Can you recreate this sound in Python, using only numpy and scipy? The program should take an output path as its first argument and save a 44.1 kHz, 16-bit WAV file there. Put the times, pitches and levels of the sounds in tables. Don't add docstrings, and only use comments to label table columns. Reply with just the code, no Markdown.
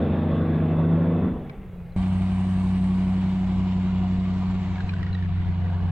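import sys
import numpy as np
from scipy import signal
from scipy.io import wavfile
from scipy.ndimage import uniform_filter1d

SR = 44100
rng = np.random.default_rng(int(sys.argv[2]) if len(sys.argv) > 2 else 0)


def transcribe(u):
    v = np.clip(np.atleast_2d(u).T, -1, 1)
    q = np.round(v * 32767).astype(np.int16)
    wavfile.write(sys.argv[1], SR, q)


def invert_db(x):
    u = np.asarray(x, float) / 20
    return 10 ** u


N = 260631
TIME = np.arange(N) / SR
BINS = np.fft.rfftfreq(1024, 1 / SR)

# [f/Hz, relative level/dB]
YARD_COLOUR = [(15, -45), (25, 5), (140, 0.5), (173, -6.5), (313, -25.5), (399, -11), (945, -27),
               (2300, -30), (5140, -51.5), (8580, -52), (15500, -47.5)]
# [f/Hz, likeness from -1 to 1]
YARD_LIKENESS = [(60, 0.93), (240, 1.0), (950, 0.96), (3770, 0.79), (15000, 0.15)]
ROAD_LIKENESS = [(60, 0.07), (240, 0.86), (950, 0.99), (2000, 0.78), (3770, 0.45), (8000, -0.41),
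                 (15000, 0.3)]
# [f/Hz, relative level/dB]
ROAD_COLOUR = [(140, -26), (230, -6.5), (508, -25), (736, -11), (1410, -28), (2910, -30.5), (4850, -39.5),
               (7940, -42), (8670, -59.5), (9140, -77), (9980, -90), (15500, -60)]
# [f/Hz, width/Hz, boost/dB]
BODY_RESONANCES = [(705, 55, 5.5), (968.5, 52, 12.5), (1139, 99, 8.5), (560, 67, 3), (2210, 300, 3.5),
                   (2901, 61, 4.5), (3400, 85, 1.5), (3840, 72, 4.5)]
# [f/Hz, relative level/dB]
WIND_COLOUR = [(10, -27.5), (30, 5.5), (70, 8.5), (160, 1.0), (260, -11.5), (480, -11.5), (700, -60)]
# [f/Hz, width/Hz, wobble level/dB, fading/(dB/s)]
HIGH_HISS = [(8450, 710, -62, 13), (9500, 300, -85, 7.5)]
SQUEAK_SHAPE = 4.36, .025, .35, -70, 75, 10050
# [f/Hz, width/Hz, wobble level/dB]
DRIVETRAIN_WHINES = [(722, 14, -57), (955, 14, -61), (1100, 14, -63), (2920, 30, -66)]
# [t/s, level/dB, f/Hz]
BUFFETS = [(2.76, -28.5, 70), (4.189, -21.5, 60), (4.492, -22, 70), (4.844, -17, 82), (5.109, -19.5, 74.5)]
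# [t/s, level/dB, ring f/Hz]
TRAILER_KNOCKS = [(1.495, -37.5, 2310), (1.496, -36.5, 1570), (1.497, -40, 1020), (1.921, -55, 4070),
                  (2.84, -39, 1820), (4.7556, -34, 2200), (4.7805, -34, 1650), (4.804, -28, 1580),
                  (4.8915, -27.5, 2420), (4.892, -36, 4100), (4.9357, -28.5, 1530), (5.0185, -42, 2070),
                  (5.0285, -28, 1900), (5.0644, -32.5, 1910), (5.0886, -38, 1710), (5.1286, -34.5, 4040),
                  (5.1452, -36, 3900), (5.1492, -30.5, 1890), (5.1861, -40, 1850), (5.2238, -33, 1770),
                  (5.4168, -41, 1920), (5.744, -38, 1670)]
# [ratio to the ring f, level/dB, time to fall 60 dB/s]
FITTING_PARTIALS = [(1, 0, .035), (.68, -8, .025)]
# [t/s, firing f/Hz, octave level/dB]
DRONE_COURSE = [(2, 93.14, -23.5), (2.4, 93.27, -24.5), (2.85, 93, -22), (3.3, 93.73, -24),
                (3.9, 92.4, -24), (4.5, 93.03, -25.5), (4.85, 92.64, -32.5), (5.5, 89.9, -32),
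                (5.85, 89.9, -33.5)]
# [multiple of the cycle (firing / 8), level over the octave/dB]
CYLINDER_TONES = [(5, -13), (10, -28), (12, -28), (13, -20), (15, -27), (19, -28), (21, -27), (24, -23),
                  (28, -31), (30, -31), (31, -30), (32, -32), (40, -36), (46, -38), (53, -36), (62, -35),
                  (64, -37)]
# [t/s, firing f/Hz, firing level/dB, octave level/dB]
COAST_COURSE = [(1.48, 100.3, -70, -63.5), (1.58, 99.1, -67, -45), (1.72, 90.7, -51, -42),
                (1.82, 85.83, -41, -37.5), (1.96, 86.8, -59, -48)]
# [t/s, cycle f/Hz, firing tone level/dB]
REV_COURSE = [(0, 24.62, -31.5), (.42, 26.21, -26), (.7, 26.49, -24.5), (.92, 27.3, -20),
              (1.15, 27.84, -23.5), (1.24, 26.23, -33), (1.62, 21.88, -52)]
# [multiple of the cycle, relative level/dB]
STEADY_TONES = [(9, 0), (12, -6), (18, -13), (24, -15), (26, -20)]
# [multiple of the cycle, relative level/dB]
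LOPING_TONES = [(3, -10), (4, -9), (7, -1), (8, 0), (10, -1), (13, -9), (14, -8), (17, -14)]
# [f/Hz, relative level/dB]
ENGINE_ROAR_COLOUR = [(18, -63.5), (30, -17), (76, -14), (165, -11), (246, -13), (288, -8.5), (490, -8),
                      (1730, -29), (3370, -42), (6000, -69), (7800, -110), (13200, -120)]
# [f/Hz, width/Hz, boost/dB]
TAILPIPE_RESONANCES = [(1133.3, 19, 15.5), (1570, 70, 1), (2010, 310, 2), (2620, 170, 6), (3480, 190, 8.5),
                       (3740, 810, 5.5)]

LIFT_S = 1.24
CUT_S = 1.963


def evened(x):
    return x / np.sqrt(np.mean(x ** 2) + 1e-20)


def after(s):
    return np.maximum(TIME - s, 0)


def read(points, hz):
    f, value = np.transpose(points)
    return np.interp(np.log(hz + 1), np.log(f + 1), value)


def curves(rows):
    s, *columns = np.transpose(rows)
    return [np.interp(TIME, s, column) for column in columns]


def humps(table):
    return sum(db / (1 + (2 * (BINS - hz) / width) ** 2) for hz, width, db in table)


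def wobble(hz, order=3):
    low_pass = signal.butter(order, hz, fs=SR, output="sos")
    return evened(signal.sosfilt(low_pass, rng.standard_normal(N)))


def hiss(colour_db, likeness, patchy_db, band_hz, lag_s=0):
    a, b, c, d, patches, streaks = rng.standard_normal((N // 256 + 5, 513, 6)).T
    patches = evened(uniform_filter1d(uniform_filter1d(patches, size=9, axis=0), size=8, axis=1))
    streaks = evened(uniform_filter1d(uniform_filter1d(streaks, size=2, axis=0), size=24, axis=1))
    likeness = np.clip(likeness, -1, 1)[:, None]
    mid = (a + 1j * b) * np.sqrt(1 + likeness)
    side = (c + 1j * d) * np.sqrt(1 - likeness)
    late = np.exp(-2j * np.pi * BINS * lag_s)[:, None]
    level_db = colour_db[:, None] + patchy_db * (patches + 1.6 * streaks)
    spectrum = np.array([(mid + side) * late, mid - side]) * invert_db(level_db)
    noise = evened(signal.istft(spectrum, nperseg=1024, noverlap=768)[1][:, :N])
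    inside = (BINS > band_hz[0]) & (BINS < band_hz[1])
    power = invert_db(2 * colour_db)
    return noise / np.sqrt(np.sum(power[inside]) / np.sum(power))


def tones(table, turns, waver_db):
    wavers = [wobble(19) for _ in range(3)]
    total = 0
    for i, (multiple, db) in enumerate(table):
        gain = invert_db(db + waver_db * wavers[i % 3])
        total = total + gain * np.sqrt(2) * np.cos(2 * np.pi * (multiple * turns + rng.random()))
    return total


def yard_background():
    level_db = -40
    return invert_db(level_db) * hiss(read(YARD_COLOUR, BINS), read(YARD_LIKENESS, BINS),
                                patchy_db=1.2, band_hz=(0, 20000))


def wind():
    start_db, growth_db_per_s = -42.5, 2.3
    gusts_db = 2.0 * wobble(15)
    level_db = start_db + growth_db_per_s * after(CUT_S) + gusts_db
    likeness = 0 * BINS + 0.59
    return invert_db(level_db) * hiss(read(WIND_COLOUR, BINS), likeness, patchy_db=1.5, band_hz=(0, 300))


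def road_roar(turns):
    roar_db, dip_s, dip_db, dip_width_s = -45, 5.2, 7, 0.31
    whir_db, whir_drop_db = -49.5, 3.5
    air_db, air_drop_db = -66, 9.5
    dull_s, dull_over_s = 4.8, 0.41
    lag_s = .00006
    roar_db = roar_db - dip_db * np.exp(-((TIME - dip_s) / dip_width_s) ** 2)
    dull = np.minimum(after(dull_s) / dull_over_s, 1)
    whir_db = whir_db - whir_drop_db * dull
    air_db = air_db - air_drop_db * dull

    colour_db = read(ROAD_COLOUR, BINS) + humps(BODY_RESONANCES)
    likeness = read(ROAD_LIKENESS, BINS)
    low_db = 36 * np.log2((BINS + 1) / 1400)
    high_db = 36 * np.log2((BINS + 1) / 4400)
    roar_colour = colour_db - np.maximum(low_db, 0)
    whir_colour = colour_db + np.minimum(low_db, 0) - np.maximum(high_db, 0)
    air_colour = colour_db + np.minimum(high_db, 0)
    roar = hiss(roar_colour, likeness, patchy_db=1.0, band_hz=(400, 1250), lag_s=lag_s)
    whir = hiss(whir_colour, likeness, patchy_db=1.0, band_hz=(1500, 4000), lag_s=lag_s)
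    air = hiss(air_colour, likeness, patchy_db=1.5, band_hz=(4600, 7500), lag_s=lag_s)
    bands = invert_db(roar_db) * roar + invert_db(whir_db) * whir + invert_db(air_db) * air

    beat = evened(1 + 0.092 * np.cos(2 * np.pi * turns) + 0.033 * np.cos(2 * np.pi * turns / 4))
    return invert_db(0.63 * wobble(25)) * beat * bands


def high_hiss():
    total = 0
    for hz, width, db, fading in HIGH_HISS:
        opposite, alike = (wobble(width) * np.cos(2 * np.pi * (hz * TIME + rng.random()))
                           for _ in range(2))
        level = invert_db(db - fading * after(2.8))
        total = total + level * (opposite * [[1], [-1]] + 0.75 * alike)
    return total


def squeak():
    start_s, rise_s, length_s, db, fading, hz = SQUEAK_SHAPE
    sounding = np.minimum(after(start_s) / rise_s, 1) ** 2 * (TIME < start_s + length_s)
    fuzz = np.array([wobble(200), wobble(200)])
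    level = invert_db(db - fading * after(start_s + rise_s))
    return sounding * level * fuzz * np.cos(2 * np.pi * hz * TIME)


def whines():
    return sum(invert_db(db) * wobble(width) * np.cos(2 * np.pi * hz * TIME)
               for hz, width, db in DRIVETRAIN_WHINES)


def buffets():
    out = np.zeros((2, N))
    for s, db, hz in BUFFETS:
        cycles = (TIME - s) * hz
        pulse = np.cos(2 * np.pi * cycles) * np.exp(-(cycles / 0.18) ** 2)
        out += invert_db(db) * pulse * [[1.15], [.85]]
    return out


def knock(hz, crack_db, order=3):
    t = np.arange(2205) / SR
    phase = rng.random((2, 1))
    ring = sum(invert_db(db - 60 * t / t60) * np.sin(2 * np.pi * (hz * ratio * t + .5 * phase))
               for ratio, db, t60 in FITTING_PARTIALS)
    band = signal.butter(order, [1100, 4000], "band", fs=SR, output="sos")
    crack = evened(signal.sosfilt(band, rng.standard_normal((2, len(t)))))
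    onset = np.minimum(t / .0025, 1)
    return onset * (ring + crack * invert_db(crack_db - 60 * t / .022))


def trailer_rattle():
    bump_s, ticks_per_s, calm_s, softest_tick_db = 4.74, 170, 2.5, -46
    out = np.zeros((2, N + SR))
    for s, db, hz in TRAILER_KNOCKS:
        sound = invert_db(db) * knock(hz, crack_db=-7)
        out[:, round(s * SR):][:, :sound.shape[1]] += sound
    out = out[:, :N]

    rate = ticks_per_s * (TIME > bump_s) * np.exp(-after(bump_s) / calm_s)
    tick_db = softest_tick_db + 3 * np.minimum(rng.exponential(1, N), 2.4)
    ticks = (rng.random(N) < rate / SR) * invert_db(tick_db)
    kind = rng.integers(0, 8, N)
    for k, hz in enumerate(np.geomspace(1450, 2050, num=8)):
        chosen = (ticks * (kind == k))[None]
        out += signal.oaconvolve(chosen, knock(hz, crack_db=-11), axes=1)[:, :N]
    return out


def pickup(hz, firing_db, octave_db):
    turns = np.cumsum(hz * (1 + .001 * wobble(15))) / SR
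    firing = invert_db(firing_db + 0.93 * wobble(6.3)) * np.cos(2 * np.pi * turns)
    octave = invert_db(octave_db + 0.27 * wobble(2.6)) * np.cos(4 * np.pi * turns)
    return np.sqrt(2) * (firing + octave), turns


def pulling_pickup():
    start_hz, climb_hz_per_s, sag_hz_per_s = 85.1, 6.2, 86
    firing_db, firing_fade_db_per_s = -29.5, 123.5
    peak_db, rise_db_per_s, fade_db_per_s = -28.5, 31, 108
    off = after(LIFT_S)
    to_go = np.maximum(LIFT_S - TIME, 0)
    hz = start_hz + climb_hz_per_s * (TIME - off) - sag_hz_per_s * off
    octave_db = peak_db - rise_db_per_s * to_go - fade_db_per_s * off
    pull, _ = pickup(hz, firing_db - firing_fade_db_per_s * off, octave_db)
    coast, _ = pickup(*curves(COAST_COURSE))
    return pull + coast


def revving_engine(order=2):
    bank_db, bank_fade_db_per_s = -31, 81
    roar_db, roar_fade_db_per_s = -35, 43.5
    lope_db, lope_sink_db_per_s, lope_back_db, lope_fade_db_per_s = -31.5, 7.5, 12, 75
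    rasp_hz, rasp_sink_db_per_s = 2200, 5.5
    cycle_hz, firing_db = curves(REV_COURSE)
    off = after(LIFT_S)
    bank_db = bank_db - bank_fade_db_per_s * off
    roar_db = roar_db - roar_fade_db_per_s * off
    back = np.clip((TIME - LIFT_S) / 0.035 + 1, 0, 1)
    lope_db = lope_db - lope_sink_db_per_s * (TIME - off) + lope_back_db * back - lope_fade_db_per_s * off

    turns = np.cumsum(cycle_hz * (1 + .002 * wobble(15))) / SR
    firing_wave = np.cos(2 * np.pi * 6 * turns)
    firing = invert_db(firing_db + 1.4 * wobble(20)) * np.sqrt(2) * firing_wave
    steady = invert_db(bank_db) * tones(STEADY_TONES, turns, waver_db=1.3)
    loping = invert_db(lope_db) * tones(LOPING_TONES, turns, waver_db=1.8)

    puffs = evened(1 + 0.072 * firing_wave + 0.045 * np.cos(2 * np.pi * turns))
    colour_db = read(ENGINE_ROAR_COLOUR, BINS) + humps(TAILPIPE_RESONANCES)
    roar = hiss(colour_db, read(YARD_LIKENESS, BINS), patchy_db=1.25, band_hz=(400, 3000))
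    high_pass = signal.butter(order, rasp_hz, "high", fs=SR, output="sos")
    rasp = signal.sosfiltfilt(high_pass, roar)
    rasp_gain = invert_db(rasp_sink_db_per_s * (0.52 - TIME))
    roar = roar + (rasp_gain - 1) * rasp
    return firing + steady + loping + invert_db(roar_db + .5 * wobble(30)) * puffs * roar


def droning_pickup():
    cruise_hz, cruise_db = 93.3, -24
    base_db, db_per_hz = -30.5, 1.5
    settle_db, settle_s = 3, 0.82
    beat_db, beat_per_db = -41.5, 0.5
    hz, octave_db = curves(DRONE_COURSE)
    settling_db = settle_db * np.exp(-(after(CUT_S) / settle_s) ** 2)
    firing_db = base_db + db_per_hz * (cruise_hz - hz) + settling_db
    beat_db = beat_db + beat_per_db * (cruise_db - octave_db)
    sound, turns = pickup(hz, firing_db, octave_db)
    side = invert_db(octave_db) * tones(CYLINDER_TONES, turns / 8, waver_db=2.0)
    fourteenth = invert_db(beat_db) * tones([(14, 0)], turns / 8, waver_db=3.0)
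    return sound + side + fourteenth, turns


def scene():
    yard = yard_background() + pulling_pickup() + revving_engine()
    drone, turns = droning_pickup()
    road = wind() + road_roar(turns) + high_hiss() + squeak() + whines() + drone
    cut = np.clip((TIME - CUT_S) / .0005, 0, 1)
    return (1 - cut) * yard + cut * road + buffets() + trailer_rattle()


def top_cut(x):
    return signal.sosfilt(signal.butter(12, 16320, fs=SR, output="sos"), x)


def record(dry):
    ends = np.clip(np.minimum(TIME, TIME[::-1]) / .003, 0, 1)
    return top_cut(dry * ends)


dry = scene()
out = record(dry)
transcribe(out)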